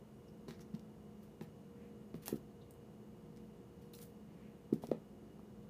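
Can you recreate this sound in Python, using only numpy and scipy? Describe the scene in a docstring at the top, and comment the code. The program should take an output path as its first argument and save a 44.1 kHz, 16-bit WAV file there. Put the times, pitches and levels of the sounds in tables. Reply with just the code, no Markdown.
"""Shrink-wrapped records, stacked

Shrink-wrapped sleeves are gripped, lifted off a wooden floor and set on a leaning stack, twice.
Each knock clacks a card edge, jolts the film and bounces twice while the stack rings. The film
also squeaks, rubs and pops, a hand thumps a sleeve back, and each swing makes a soft swish.
An appliance hums in the small room."""
import sys
import numpy as np
from scipy import signal
from scipy.fft import rfft, irfft, next_fast_len
from scipy.io import wavfile
from scipy.ndimage import uniform_filter1d

SR = 44100
rng = np.random.default_rng(int(sys.argv[2]) if len(sys.argv) > 2 else 0)


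def wav_record(signal):
    """Record a signal, one row per channel, as 16-bit PCM in the file named by sys.argv[1]."""
    frames = np.transpose(np.atleast_2d(signal))
    bounded = np.clip(frames, -1, 1)
    # unit amplitude maps onto the largest positive 16-bit level
    quanta = np.round(bounded * 32767).astype(np.int16)
    wavfile.write(sys.argv[1], SR, quanta)


N = 251193
EDGE_LEAD_S = .0024  # a sleeve's edge touches just before the card gives


def gain_of(db):
    """Decibels to gain."""
    return 10 ** (np.asarray(db) / 20)


def unit_rms(x):
    """Scales a signal to rms 1."""
    return x / np.sqrt(np.mean(x ** 2) + 1e-20)


def curve_at(points, hz):
    """Reads a curve drawn in straight lines over log frequency."""
    point_hz, value = np.transpose(points)
    return np.interp(np.log(hz + 1), np.log(point_hz + 1), value)


def add(mix, start_s, sound):
    """Drops a sound into the mix."""
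    part = mix[round(start_s * SR):][:len(sound)]
    part += sound[:len(part)]


def coloured(x, eq):
    """Shapes x with an EQ curve and scales it to rms 1."""
    size = next_fast_len(len(x), True)
    gains = gain_of(curve_at(eq, np.fft.rfftfreq(size, 1 / SR)))
    return unit_rms(irfft(rfft(x, size) * gains, size)[:len(x)])


def stroke(start_s, swell_s, fade_s):
    """Envelope of one contact: a straight swell, then an exponential fade."""
    out, t = np.zeros(N), np.arange(SR // 2) / SR
    add(out, start_s, np.minimum(t / swell_s, 1) * np.exp(-np.maximum(t - swell_s, 0) / fade_s))
    return out


def tightest_click(spectrum_db):
    """The quickest-dying click with this spectrum, at peak 1."""
    log_gain = np.log(gain_of(np.r_[spectrum_db, spectrum_db[-2:0:-1]]))
    click = np.fft.ifft(np.exp(np.conj(signal.hilbert(log_gain)))).real
    return click / abs(click).max()


# Low rush of air in the room: freq_hz, gain_db
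AIR_EQ = [(20, -26), (45, -17), (62, -4.5), (105, -6), (160, 1.5), (215, -2), (280, -6.5), (430, -8),
          (600, -17.5), (1000, -21), (1550, -29.5), (4000, -38), (8000, -41), (15000, -42.5)]
# Motor tones of the appliance: pitch_hz, level_db, width_hz
MOTOR_TONES = [(57.5, -76.5, 3.9), (120.7, -72, 1.12), (191, -70.5, 2.9), (212.3, -61.5, 3.84),
               (357.4, -72, 1.81), (409.7, -78, 1.8), (473.3, -67, 2.54), (533, -78, 20), (671, -79, 25.3),
               (722, -82, 10), (2857, -89.5, 49), (2917, -89.5, 45), (6560, -94, 110)]


def appliance_hum(air_db=-58, waver=0.37, control_hz=256):
    """A bed of rushing air and motor tones that wander in level and pitch."""
    t, control_t = np.arange(N) / SR, np.arange(2048) / control_hz
    hz = np.fft.fftfreq(len(control_t), 1 / control_hz)
    out = gain_of(air_db) * coloured(rng.standard_normal(N), AIR_EQ)
    for pitch_hz, level_db, width_hz in MOTOR_TONES:
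        spectra = np.fft.fft(rng.standard_normal((2, len(hz))))
        wander = np.fft.ifft(spectra * np.exp(-(hz / width_hz) ** 2)).real
        swell, drift = (np.interp(t, control_t, unit_rms(row)) for row in wander)
        turns = np.cumsum(pitch_hz + width_hz / 3 * drift) / SR
        out += gain_of(level_db) * unit_rms((1 + waver * swell) * np.sin(2 * np.pi * turns))
    return out


# Short squeaks of sticking film: start_s, swell_s, level_db, pitch_hz
SQUEAKS = [(.278, .0073, -72.5, 5300), (.528, 0.014, -71, 5350), (.603, 0.0092, -64.5, 5800),
           (2.607, .013, -71, 3800), (2.706, .0028, -69, 8700), (3.934, .004, -58.5, 3970),
           (3.934, .0035, -65.5, 2810), (3.948, 0.0059, -64, 5740)]


def film_squeaks(fade_s=.012, q=4.5):
    """Irregular slips excite one resonance of a stretched patch of film."""
    out, slips = np.zeros(N), rng.standard_normal(N)
    for start_s, swell_s, level_db, pitch_hz in SQUEAKS:
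        b, a = signal.iirpeak(pitch_hz, q, SR)
        squeal = unit_rms(signal.lfilter(b, a, signal.lfilter(b, a, slips)))
        out += gain_of(level_db) * stroke(start_s, swell_s, fade_s) * squeal
    return out


# Papery rustle of slack film: freq_hz, gain_db
SLACK_EQ = [(200, 6), (700, -2), (1400, 1.5), (2500, -0.5), (4200, -0.5), (5800, -3.5), (7500, -12.5),
            (15000, -28)]
# Bright fizz of taut film: freq_hz, gain_db
TAUT_EQ = [(200, -35), (1000, -31), (2500, -29), (4200, -5.5), (7000, -4), (10000, -0.5), (13000, -0.5),
           (15500, 2)]
# Film sliding under fingers or on its neighbour: start_s, swell_s, fade_s, level_db, tautness (0-1)
RUBS = [(.481, 0.004, 0.031, -57, 0.13), (.598, 0.019, 0.0091, -63, .57), (.736, .012, .009, -64.5, .15),
        (1.222, 0.0072, .04, -71.5, .8), (2.214, 0.013, 0.054, -63, 0.57), (2.254, 0.022, 0.01, -50.5, 0.6),
        (2.352, .0073, 0.016, -62.5, 0.67), (3.81, .011, 0.041, -72, .5), (3.932, 0.0036, 0.066, -58, 0.96),
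        (3.993, .028, 0.023, -56, .92), (4.814, 0.017, 0.033, -61.5, 0.6)]


def film_rubs(slips_per_s=4000, spread_db=3, hiss=0.39, clump_db=2.5,
              jolt_swell_s=.011, jolt_fade_s=0.019, jolt_tautness=0.55):
    """Countless tiny slips, in clumps, as the film slides or is jolted by a knock."""
    jolts = [(start_s - EDGE_LEAD_S, jolt_swell_s, jolt_fade_s, rustle_db, jolt_tautness)
             for start_s, *_, rustle_db in KNOCKS]
    slack_power, taut_power = np.zeros((2, N))
    for start_s, swell_s, fade_s, level_db, tautness in RUBS + jolts:
        power = (gain_of(level_db) * stroke(start_s, swell_s, fade_s)) ** 2
        slack_power += (1 - tautness) * power
        taut_power += tautness * power
    strength = np.minimum(rng.exponential(1, (2, N)), 3)
    sizes = gain_of(spread_db * strength) * rng.choice([-1, 1], (2, N))
    crackle = unit_rms(sizes * (rng.random((2, N)) < slips_per_s / SR))
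    slips = crackle + hiss * rng.standard_normal((2, N))
    clumps = unit_rms(uniform_filter1d(rng.standard_normal(N), size=130))
    slips *= gain_of(clump_db * clumps)
    rustle = np.sqrt(slack_power) * coloured(slips[0], SLACK_EQ)
    fizz = np.sqrt(taut_power) * coloured(slips[1], TAUT_EQ)
    return rustle + fizz


# Boxy tone of a card edge: freq_hz, gain_db
EDGE_EQ = [(200, -18), (600, 10.5), (1000, 4), (1600, -6), (2600, -12), (5000, -19.5), (15000, -32.5)]


def edge_clacks(swell_s=10 / SR, fade_s=0.0039):
    """At each knock an edge strikes along its length: a burst of tiny contacts in stiff card."""
    force = sum(gain_of(clack_db) * stroke(start_s - EDGE_LEAD_S, swell_s, fade_s)
                for start_s, *_, clack_db, _ in KNOCKS)
    return force * coloured(rng.standard_normal(N), EDGE_EQ)


# Wrinkles of film giving way: start_s, level_db, ring_hz, tilt_db_per_octave, pop_count
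WRINKLES = [(0.5086, -40, 4250, -8, 1), (.7512, -47.5, 5060, -5, 1), (.7955, -48, 5600, -5.5, 1),
            (1.2335, -54, 12000, 4, 1), (2.2593, -28, 12000, 2, 4), (2.2813, -18.5, 11900, -1.5, 1),
            (2.709, -40.5, 8550, 6, 1), (2.739, -50, 9000, 6, 1), (3.3635, -54, 5300, -6, 1),
            (3.372, -49, 5000, -5, 2), (3.936, -41.5, 12000, 2, 2), (3.989, -42, 4500, -4.5, 1),
            (4.0263, -39.5, 12500, 2, 3), (4.8704, -39, 5540, -1, 1)]


def pop_cues(gap_s=.0049, loss_db=3.5, over_clack_db=2.5, jolt_ring_hz=4300, jolt_db_per_octave=-9):
    """Each wrinkle gives one pop or a fading run of them; each clack jolts out one more."""
    runs = [(start_s + k * gap_s, level_db - k * loss_db, ring_hz, tilt)
            for start_s, level_db, ring_hz, tilt, count in WRINKLES for k in range(round(count))]
    jolts = [(start_s - EDGE_LEAD_S, clack_db + over_clack_db, jolt_ring_hz, jolt_db_per_octave)
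             for start_s, *_, clack_db, _ in KNOCKS]
    return runs + jolts


def film_pops(ring_db=7, ring_octaves=0.32, low_cut_hz=1100, shiver=0.065, shiver_s=0.0033):
    """A wrinkle pops: a sharp click with one broad resonance, then the film shivers briefly."""
    out, size = np.zeros(N), 1024
    hz, t = np.fft.rfftfreq(size, 1 / SR) + 20, np.arange(size) / SR
    noises = rng.standard_normal((N // size, size))
    for (start_s, level_db, ring_hz, tilt), noise in zip(pop_cues(), noises):
        slope_db = tilt * np.log2(1 + hz / low_cut_hz)
        resonance_db = ring_db / (1 + (np.log2(hz / ring_hz) / ring_octaves) ** 2)
        bass_cut_db = 10 * np.log10(1 + (low_cut_hz / hz) ** 4)
        click = tightest_click(slope_db + resonance_db - bass_cut_db)
        drive = (t == 0) + shiver * noise * np.exp(-t / shiver_s)
        add(out, start_s, gain_of(level_db) * signal.fftconvolve(drive, click)[:size])
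    return out


# Ring of the stacked sleeves: pitch_hz, level_db, t60_s
STACK_MODES = [(162.5, -14.5, 0.2), (230.8, -11, 0.1), (254, -21, .07), (390, -13, 0.051),
               (512, -22.5, 0.057), (706, -22, 0.07), (1280, -19.5, 0.037)]


def add_blow(mix, centre_s, level_db, pitch_hz, ring_db, cycles=0.72, ring_rise_s=0.0016):
    """A blow shoves the card to and fro and rings the stack; duller blows spare the high modes."""
    t = np.arange(-SR // 4, SR // 4) / SR
    after = np.maximum(t, 0)
    push = -np.sin(2 * np.pi * pitch_hz * t) * np.exp(-(pitch_hz * t / cycles) ** 2)
    ring = np.zeros(len(t))
    for mode_hz, mode_db, t60_s in STACK_MODES:
        decay = gain_of(mode_db - 60 * after / t60_s)
        ring -= decay * np.sin(2 * np.pi * mode_hz * after) / np.hypot(1, mode_hz / pitch_hz)
    ring *= gain_of(ring_db) * (1 - np.exp(-after / ring_rise_s))
    add(mix, centre_s + t[0], gain_of(level_db) * (push + ring))


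# Knocks on card, which also cue clacks, pops and rustles (ring_db is relative to level_db):
# start_s, level_db, pitch_hz, ring_db, bounce_gap_s, bounce_loss_db, clack_db, rustle_db
KNOCKS = [(.4852, -40.5, 356, 10, 0.0052, 6, -50, -72), (.5105, -52, 300, -3, 0.005, 10, -52.5, -76),
          (.5965, -59, 500, -8, 0.0074, 8, -55.5, -80), (1.4135, -37.5, 284, 0, 0.0054, 3, -47.5, -62.5),
          (2.1452, -38, 333, 7.5, .012, 13, -52.5, -65.5), (2.2838, -51, 596, -6, .004, 8, -47, -62),
          (2.2944, -41.5, 384, -4, .006, 15, -58, -72), (2.3293, -26, 346, -0.5, 0.014, 4.5, -62, -68),
          (4.7298, -19, 302, -4.5, 0.01414, 12, -58.5, -61), (4.8385, -33, 624, 1, 0.0045, 9, -51.5, -74),
          (4.8896, -40, 340, 6.5, 0.0065, 6, -69, -70), (4.9175, -20, 448, -3.5, 0.0034, 14, -44.5, -73),
          (5.395, -50.5, 940, -8, .005, 10, -68, -88)]


def card_knocks(bounces=2, loss_exponent=1.57, sag_octaves_per_db=.045):
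    """A sleeve knocks and bounces, each bounce weaker and lower than the last."""
    out = np.zeros(N)
    for start_s, level_db, pitch_hz, ring_db, gap_s, loss_db, _, _ in KNOCKS:
        for k in range(bounces + 1):
            lost_db = loss_db * k ** loss_exponent
            sagged_hz = pitch_hz * 2 ** (-sag_octaves_per_db * lost_db)
            add_blow(out, start_s + k * gap_s, level_db - lost_db, sagged_hz, ring_db)
    return out


def hand_thump():
    """The hand presses the first sleeve back with a soft, low thump."""
    out = np.zeros(N)
    add_blow(out, centre_s=.7456, level_db=-35.5, pitch_hz=191.5, ring_db=-1, cycles=1.4)
    return out


# Breathy tone of a swish: freq_hz, gain_db
SWISH_EQ = [(400, -20), (1200, -6), (1900, 2.5), (2450, 0), (3300, -10.5), (6000, -21.5), (15000, -23)]
# A sleeve swung aside: peak_s, half_length_s, level_db
SWINGS = [(1.833, 0.055, -76), (4.435, 0.093, -75.5)]


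def sleeve_swishes():
    """A soft swish rises and falls with the speed of each swing."""
    t = np.arange(N) / SR
    speed = sum(gain_of(level_db) * np.exp(-((t - peak_s) / half_length_s) ** 2 / 2)
                for peak_s, half_length_s, level_db in SWINGS)
    return speed * coloured(rng.standard_normal(N), SWISH_EQ)


# Short tail of the small room: freq_hz, t60_s
ROOM_DECAY = [(100, 0.29), (500, 0.19), (2000, 0.29), (6000, 0.17), (15000, 0.2)]


def room_echo(send, predelay_s=.006, density=.1):
    """Sparse reflections from cabinet, floor and walls, each band dying at its own rate."""
    size = SR // 2
    taps = rng.choice([-1., 1.], size) * (rng.random(size) < density)
    taps *= np.arange(size) > predelay_s * SR
    hz, t, bands = signal.stft(taps, SR, nperseg=256)
    decay = gain_of(-60 * t / curve_at(ROOM_DECAY, hz)[:, None])
    tail = signal.istft(bands * decay, SR, nperseg=256)[1]
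    return signal.fftconvolve(send, tail / np.linalg.norm(tail))[:N]


def scene(card_send_db=-14, click_send_db=-7, friction_send_db=-10):
    """The sleeves up close, their echo, and the hum behind."""
    card = card_knocks() + hand_thump()
    clicks = film_pops() + edge_clacks()
    friction = film_rubs() + film_squeaks() + sleeve_swishes()
    send = (gain_of(card_send_db) * card + gain_of(click_send_db) * clicks
            + gain_of(friction_send_db) * friction)
    return (card + clicks + friction + room_echo(send) + appliance_hum())[None]


def record(dry):
    """A steep low-pass trims the very top of the mix."""
    cutoff_hz = 15350
    low_pass = signal.firwin(511, cutoff_hz, window=("kaiser", 9), fs=SR)
    return signal.oaconvolve(dry, low_pass[None], "same")


dry = scene()
out = record(dry)
wav_record(out)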